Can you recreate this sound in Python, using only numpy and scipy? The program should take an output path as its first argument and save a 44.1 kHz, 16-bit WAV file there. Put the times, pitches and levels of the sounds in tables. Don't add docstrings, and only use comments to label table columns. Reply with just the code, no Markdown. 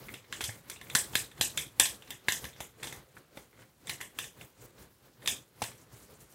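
import sys
import numpy as np
from scipy import signal
from scipy.io import wavfile

SR = 44100
rng = np.random.default_rng(int(sys.argv[2]) if len(sys.argv) > 2 else 0)


def master_out(mix):
    frames = np.transpose(np.atleast_2d(mix))
    ceiling = np.clip(frames, -1, 1)
    pcm = np.round(ceiling * 32767).astype(np.int16)
    wavfile.write(sys.argv[1], SR, pcm)


def volts_from_decibels(level):
    exponent = np.asarray(level, float) / 20
    return 10 ** exponent


N = 279594


def rms_one(x):
    return x / np.sqrt(np.mean(x ** 2) + 1e-20)


def at_hz(points, hz):
    table_hz, values = np.array(points).T
    return np.interp(np.log(hz), np.log(table_hz), values)


def drift(rate_hz):
    r = np.exp(-2 * np.pi * rate_hz * 40 / SR)
    white = rng.standard_normal(N // 40 + 2002)
    slow = signal.lfilter([1], [1, -2 * r, r * r], white)[2000:]
    return np.interp(np.arange(N) / 40, np.arange(len(slow)), rms_one(slow))


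def resonate(x, hz, width_hz):
    r = np.exp(-np.pi * width_hz / SR)
    w = 2 * np.pi * hz / SR
    return signal.lfilter([0, np.sin(w)], [1, -2 * r * np.cos(w), r * r], x + 1e-18)


def bands():
    edges = 25 * 2 ** np.arange(0, 9.6, 0.5)
    return [(np.sqrt(a * b), signal.butter(2, [a, b], "band", fs=SR, output="sos"))
            for a, b in zip(edges, edges[1:])]


def grains(per_s, spread_db):
    sizes = volts_from_decibels(spread_db * np.minimum(rng.exponential(1, N), 5))
    signs = rng.choice([-1, 1], N)
    return rms_one(sizes * signs * (rng.random(N) < per_s / SR))


def coloured(sources, spectrum, patchy_db):
    out = np.zeros(N)
    together = drift(43.0)
    for k, (hz, sos) in enumerate(bands()):
        if spectrum[0][0] <= hz <= spectrum[-1][0]:
            flicker = drift(15.0)
            gain = volts_from_decibels(at_hz(spectrum, hz) + patchy_db * (0.6 * together + flicker))
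            out += gain * signal.sosfilt(sos, sources[k % 2])
    return rms_one(out)


def effort():
    # full_speed_s, held_s, rumble_db, tackiness_db
    passes = [(0.0, 0.14, -53, -3.5), (0.329, 0.23, -54.5, -4), (0.69, 0.03, -54, -3.5),
              (0.83, 0.082, -57.5, -2.5), (0.93, 0.14, -51.5, -3), (1.14, 0.083, -50.5, 0.5),
              (1.4, 0.06, -51, -5.5), (1.56, 0.06, -51.5, 0), (1.791, 0.15, -54, -4),
              (2.02, 0.015, -61.5, -3), (2.098, 0.023, -55, -3.5), (2.28, 0.089, -53.5, -2.5),
              (2.43, 0.016, -50.5, -1.5), (2.608, 0.0067, -53, -2.5),
              (2.832, 0.14, -52, -5.5), (3.17, 0.013, -57.5, -5), (3.37, 0.025, -55.5, -1.5),
                  (3.59, 0.028, -58, -6.5), (3.89, 0.03, -52, -1), (4.01, 0.023, -56.5, -6),
                  (4.18, 0.066, -55, -1), (4.408, 0.0067, -53.5, -1), (4.622, 0.024, -56.5, -2),
                  (4.8, 0.03, -55.5, -1.5), (5.049, 0.013, -61, -5), (5.25, 0.095, -52.5, -5),
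                  (5.61, 0.1, -54.5, -3.5), (5.8, 0.03, -61, -3.5), (5.93, 0.042, -57.5, -6),
                  (6.01, 0.017, -60.5, 2.5), (6.109, 0.0064, -57, 1.5), (6.21, 0.013, -60, -2),
                  (6.32, 0.03, -61.5, -2)]
    # rumble_db, rub_db, tear_db
    rest_db = (-74, -77.5, -73.5)
    speed_up_db_per_s, slow_down_db_per_s = 173.5, 132.5
    rub_db = -5.5
    tear_follows = 1.6
    t = np.arange(N) / SR
    power = np.ones((3, N)) * volts_from_decibels(np.array(rest_db)[:, None]) ** 2
    for s, held_s, level_db, tack_db in passes:
        before_s = np.maximum(s - t, 0)
        after_s = np.maximum(t - s - held_s, 0)
        lost_db = speed_up_db_per_s * before_s + slow_down_db_per_s * after_s
        near = lost_db < 60
        lost_db = lost_db[near]
        layers_db = np.array([-lost_db, rub_db - lost_db, tack_db - tear_follows * lost_db])
        power[:, near] += volts_from_decibels(level_db + layers_db) ** 2
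    return np.sqrt(power)


def stroke():
    # frequency_hz, density_db (per Hz)
    rumble_spectrum = [(30, -29), (50, 2), (90, -11), (123, 0.5), (170, -6.5), (254, -8.5), (450, -7.5),
                       (750, -21), (1100, -18.5)]
    rub_spectrum = [(450, -11.5), (700, -5.5), (1300, -4), (2200, -7.5), (3400, -12), (5000, -7.5)]
    tear_spectrum = [(2060, -46.5), (3500, -11), (3730, -30), (5720, 2), (9910, -3.5), (15000, 3),
                     (15800, -12)]
    # frequency_hz, width_hz, level_db
    top_hz, width_hz, top_db = (119.3, 20.3, -17)
    rumble = coloured(rng.standard_normal((2, N)), rumble_spectrum, patchy_db=1.5)
    rumble += volts_from_decibels(top_db) * rms_one(resonate(rng.standard_normal(N), top_hz, width_hz))
    rub = coloured([grains(3000.0, spread_db=0.0) for _ in range(2)], rub_spectrum, patchy_db=0.5)
    tear = coloured([grains(8000.0, spread_db=-6.0) for _ in range(2)], tear_spectrum, patchy_db=3.0)
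    microphone_hiss = volts_from_decibels(-72.0) * rng.standard_normal(N)
    return np.sum(effort() * [rumble, rub, tear], axis=0) + microphone_hiss


def bumps():
    # start_s, peak_db, pitch_hz
    presses = [(0.117, -65, 115.5), (0.428, -43, 70), (0.483, -36, 109), (0.941, -46, 134),
               (1.396, -38.5, 108), (1.579, -74, 128), (1.8, -43, 79), (2.291, -65, 120),
               (2.437, -45.5, 68), (2.829, -55, 130), (3.367, -56.5, 131), (3.888, -53, 123),
               (5.268, -62, 117), (5.621, -40.5, 118.2), (5.929, -47, 122)]
    out = np.zeros(N + SR)
    t = np.arange(SR // 4) / SR
    envelope = np.clip(t / 0.0056, 0, 1) * volts_from_decibels(-60 * t / 0.11)
    for s, peak_db, hz in presses:
        first = round(s * SR)
        out[first:first + len(t)] += volts_from_decibels(peak_db + 4.0) * np.sin(2 * np.pi * hz * t) * envelope
    return out[:N]


def studio(x):
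    # frequency_hz, t60_s
    decay = [(200, 0.14), (530, 0.22), (1400, 0.24), (3700, 0.33), (9700, 0.31), (15000, 0.33)]
    first_echo_s, tail_gate_s = 0.0052, 0.15
    clumps_db = 2.5
    t = np.arange(SR // 2) / SR
    white = rng.standard_normal((2, len(t)))
    echoes = np.zeros(len(t))
    for k, (hz, sos) in enumerate(bands()):
        level_db = -60 * t / at_hz(decay, hz) + clumps_db * drift(40.0)[:len(t)]
        echoes += signal.sosfilt(sos, white[k % 2]) * volts_from_decibels(level_db)
    echoes *= np.clip(t / first_echo_s, 0, 1) ** 2
    echoes *= np.exp(-(t / tail_gate_s) ** 2)
    return signal.fftconvolve(x, echoes / np.sqrt(np.sum(echoes ** 2)))[:N]


def contacts():
    # start_s, peak_db, low_ring_db, treble_db, knock_db
    turn_clacks = [(0.139, -32, -8, -10, -24), (0.325, -28, 1.5, -3.5, -18), (0.407, -25.5, -1, -9, -9),
                   (0.6975, -37, 7, 2, -26), (0.812, -40.5, 2, -4.5, -13), (0.8984, -33.5, -1.5, -4.5, -15),
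                   (0.9501, -14.5, -0.5, 2.5, -13), (1.1534, -15.5, -5, -2.5, -24),
                   (1.4104, -15.5, -8, -0.5, -14), (1.574, -19, -6.5, -3.5, -26),
                   (1.797, -13, -5.5, 1.5, -16.5), (2.022, -44, -2.5, -5.5, -4), (2.1051, -30, -5, -5, -8),
                   (2.284, -18, -0.5, -3.5, -19), (2.4414, -30.5, -7, -11, -10), (2.6037, -32, -1.5, -1, 1),
                   (2.831, -29, -5, -4, -18), (3.3711, -44.5, 2.5, -4, 7), (3.8947, -27.5, 0, 0.5, -30),
                   (4.011, -33, 1, 0, -22.5), (4.1872, -27, -4.5, -1, -25), (4.4111, -42.5, 0, -7, -4),
                   (5.2743, -15, -8.5, -1.5, -17.5), (5.6187, -31.5, -3, 0.5, -1)]
    further_contacts = [(0.4122, -31, -11, 2, -10), (0.4394, -22, -23.5, -2, -27), (0.4903, -42.5, 6, -8, 5),
                        (0.7142, -40, -14, -3, -26), (1.1328, -34.5, -6, -20, -1), (1.8063, -24.5, -4, 3, -17),
                        (1.8547, -21.5, -4, -1.5, -23), (2.321, -25.5, -3, 5.5, -26),
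                        (2.4513, -39.5, 6, 1.5, -9), (2.827, -38.5, 5, -6, -4.5), (2.841, -35.5, -1, 0, -0.5),
                        (2.871, -31, -8.5, -4, -4), (2.924, -37.5, -2.5, 0, -5), (2.9477, -53, 6, -6, 18),
                        (4.2408, -36, -7, -0.5, -21), (5.2585, -35, 0.5, 0.5, -10), (5.623, -31, -7, 0, 6),
                        (5.6381, -31.5, -1.5, -2, -28)]
    # start_s, peak_db, low_ring_db, treble_db
    slack_ticks = [(0.0843, -49.5, 13, -7.5), (0.2424, -58, 10, -10), (0.5227, -73, 1, 7),
                   (0.7607, -40.5, -23, -23.5), (0.8689, -60, 14, 4), (1.3139, -46.5, -3, -5.5),
                   (1.3776, -44, -3, -13), (2.0742, -45.5, 2, -9), (2.5293, -51, -3, -10),
                   (2.5617, -50, 6, -13.5), (2.7394, -65, 4, -9), (2.796, -55.5, 10, -5),
                   (3.1677, -55, 9, -12), (3.5283, -67, 17.5, -4), (3.5724, -71, 18.5, 8),
                   (3.591, -61, 8, -8), (3.6187, -58.5, 10, -12), (3.87, -43, -1, 1.5),
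                   (3.878, -40.5, -2, -2), (4.0044, -42.5, 3.5, 2), (4.4294, -68, -1, -3),
                   (4.6159, -62.5, 11.5, 9.5), (4.782, -56, 2, -2), (5.2203, -52, 0.5, -13),
                   (5.7146, -54.5, 9, 3), (5.7767, -70.5, 5, 22.5), (5.9984, -69, -8, 18),
                   (6.1924, -79, 14, 24), (6.2042, -71, 4, 22), (6.322, -61, -10.5, 11.5)]
    tick_knock_db = -8.5
    rows = [tuple(r) for r in turn_clacks] + [tuple(r) for r in further_contacts]
    rows += [(*r, tick_knock_db) for r in slack_ticks]
    return np.array(sorted(rows))


def struck(modes, level_db, chatter_s, scatter_db):
    events = contacts()
    at = np.round(events[:, :1] * SR)
    late = rng.random((len(at), 24))
    stretch = 1 + np.clip(0.02 * (-21.5 - events[:, 1:2]), 0, 1)
    where = np.minimum(at + late * stretch * chatter_s * SR, N - 1).astype(int)
    swell = np.clip(late / 0.11, 0, 1) * volts_from_decibels(-13.0 * late)
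    near, blow = np.zeros((2, N))
    shared = rng.standard_normal(late.shape) ** 3
    for k, (hz, width_hz, mode_db) in enumerate(modes):
        sign = (-1) ** k
        force = swell * (shared * sign + 1.516 * rng.standard_normal(late.shape))
        phasors = force * np.exp(2j * np.pi * hz * where / SR)
        force /= np.abs(np.sum(phasors, axis=1, keepdims=True)) + 1
        strength = volts_from_decibels(level_db + mode_db + scatter_db * rng.standard_normal(len(at)))
        clicks = np.zeros((2, N))
        np.add.at(clicks[0], where, force * strength[:, None])
        clicks[1, at[:, 0].astype(int)] = strength * sign
        rings = resonate(clicks, hz, width_hz)
        near += rings[0]
        blow += rings[1]
    return near, blow


def clacks():
    # frequency_hz, width_hz, level_db
    low_modes = [(1077, 150, -13.5), (1581, 218, -5), (1903, 330, 1.5), (2193, 264, 1)]
    mid_modes = [(2593, 310, 1.5), (3036, 270, 0.5), (3488, 270, 1), (3963, 290, -2.5), (5108, 370, -8.5)]
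    high_modes = [(5990, 890, 2), (7006, 610, 0.5), (8273, 1200, 5.5), (9930, 240, -12.5), (10600, 450, -9),
                  (12500, 2500, 4), (14800, 1300, -5.5)]
    plate_modes = [(307.6, 120, 0), (507, 83, -2.5), (881, 160, 6)]
    yoke_modes = [(1835, 48, -3.5), (2650, 45, -7), (3383, 53, -2), (7240, 86, -2.5), (7970, 64, -5)]
    _, peak_db, low_db, treble_db, knock_db = contacts().T
    low = struck(low_modes, peak_db + low_db - 1.0, chatter_s=0.005, scatter_db=3.0)
    mid = struck(mid_modes, peak_db - 5.5, chatter_s=0.004, scatter_db=3.0)
    high = struck(high_modes, peak_db + treble_db + 0.7, chatter_s=0.0055, scatter_db=1.72)
    knock = struck(plate_modes, peak_db + knock_db - 10.5, chatter_s=0.005, scatter_db=4.5)
    yoke = struck(yoke_modes, peak_db - 19.0, chatter_s=0.003, scatter_db=4.0)
    near = low[0] + mid[0] + volts_from_decibels(-2.0) * high[0] + yoke[0] + knock[0]
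    blow = low[1] + mid[1] + high[1] + volts_from_decibels(-6.0) * yoke[1] + volts_from_decibels(-5.5) * knock[1]
    studio_db = -5.5
    return volts_from_decibels(0.5) * near + volts_from_decibels(studio_db + 6) * studio(blow)


def scene():
    return (stroke() + bumps() + clacks())[None]


def band_limit(x):
    return signal.sosfilt(signal.butter(12, 17000, fs=SR, output="sos"), x)


def record(dry):
    bass_cut = signal.butter(3, 55.0, "high", fs=SR, output="sos")
    top_cut = signal.cheby2(14, 34, 16100, fs=SR, output="sos")
    mix = signal.sosfilt(top_cut, signal.sosfilt(bass_cut, dry))
    return band_limit(mix)


dry = scene()
out = record(dry)
master_out(out)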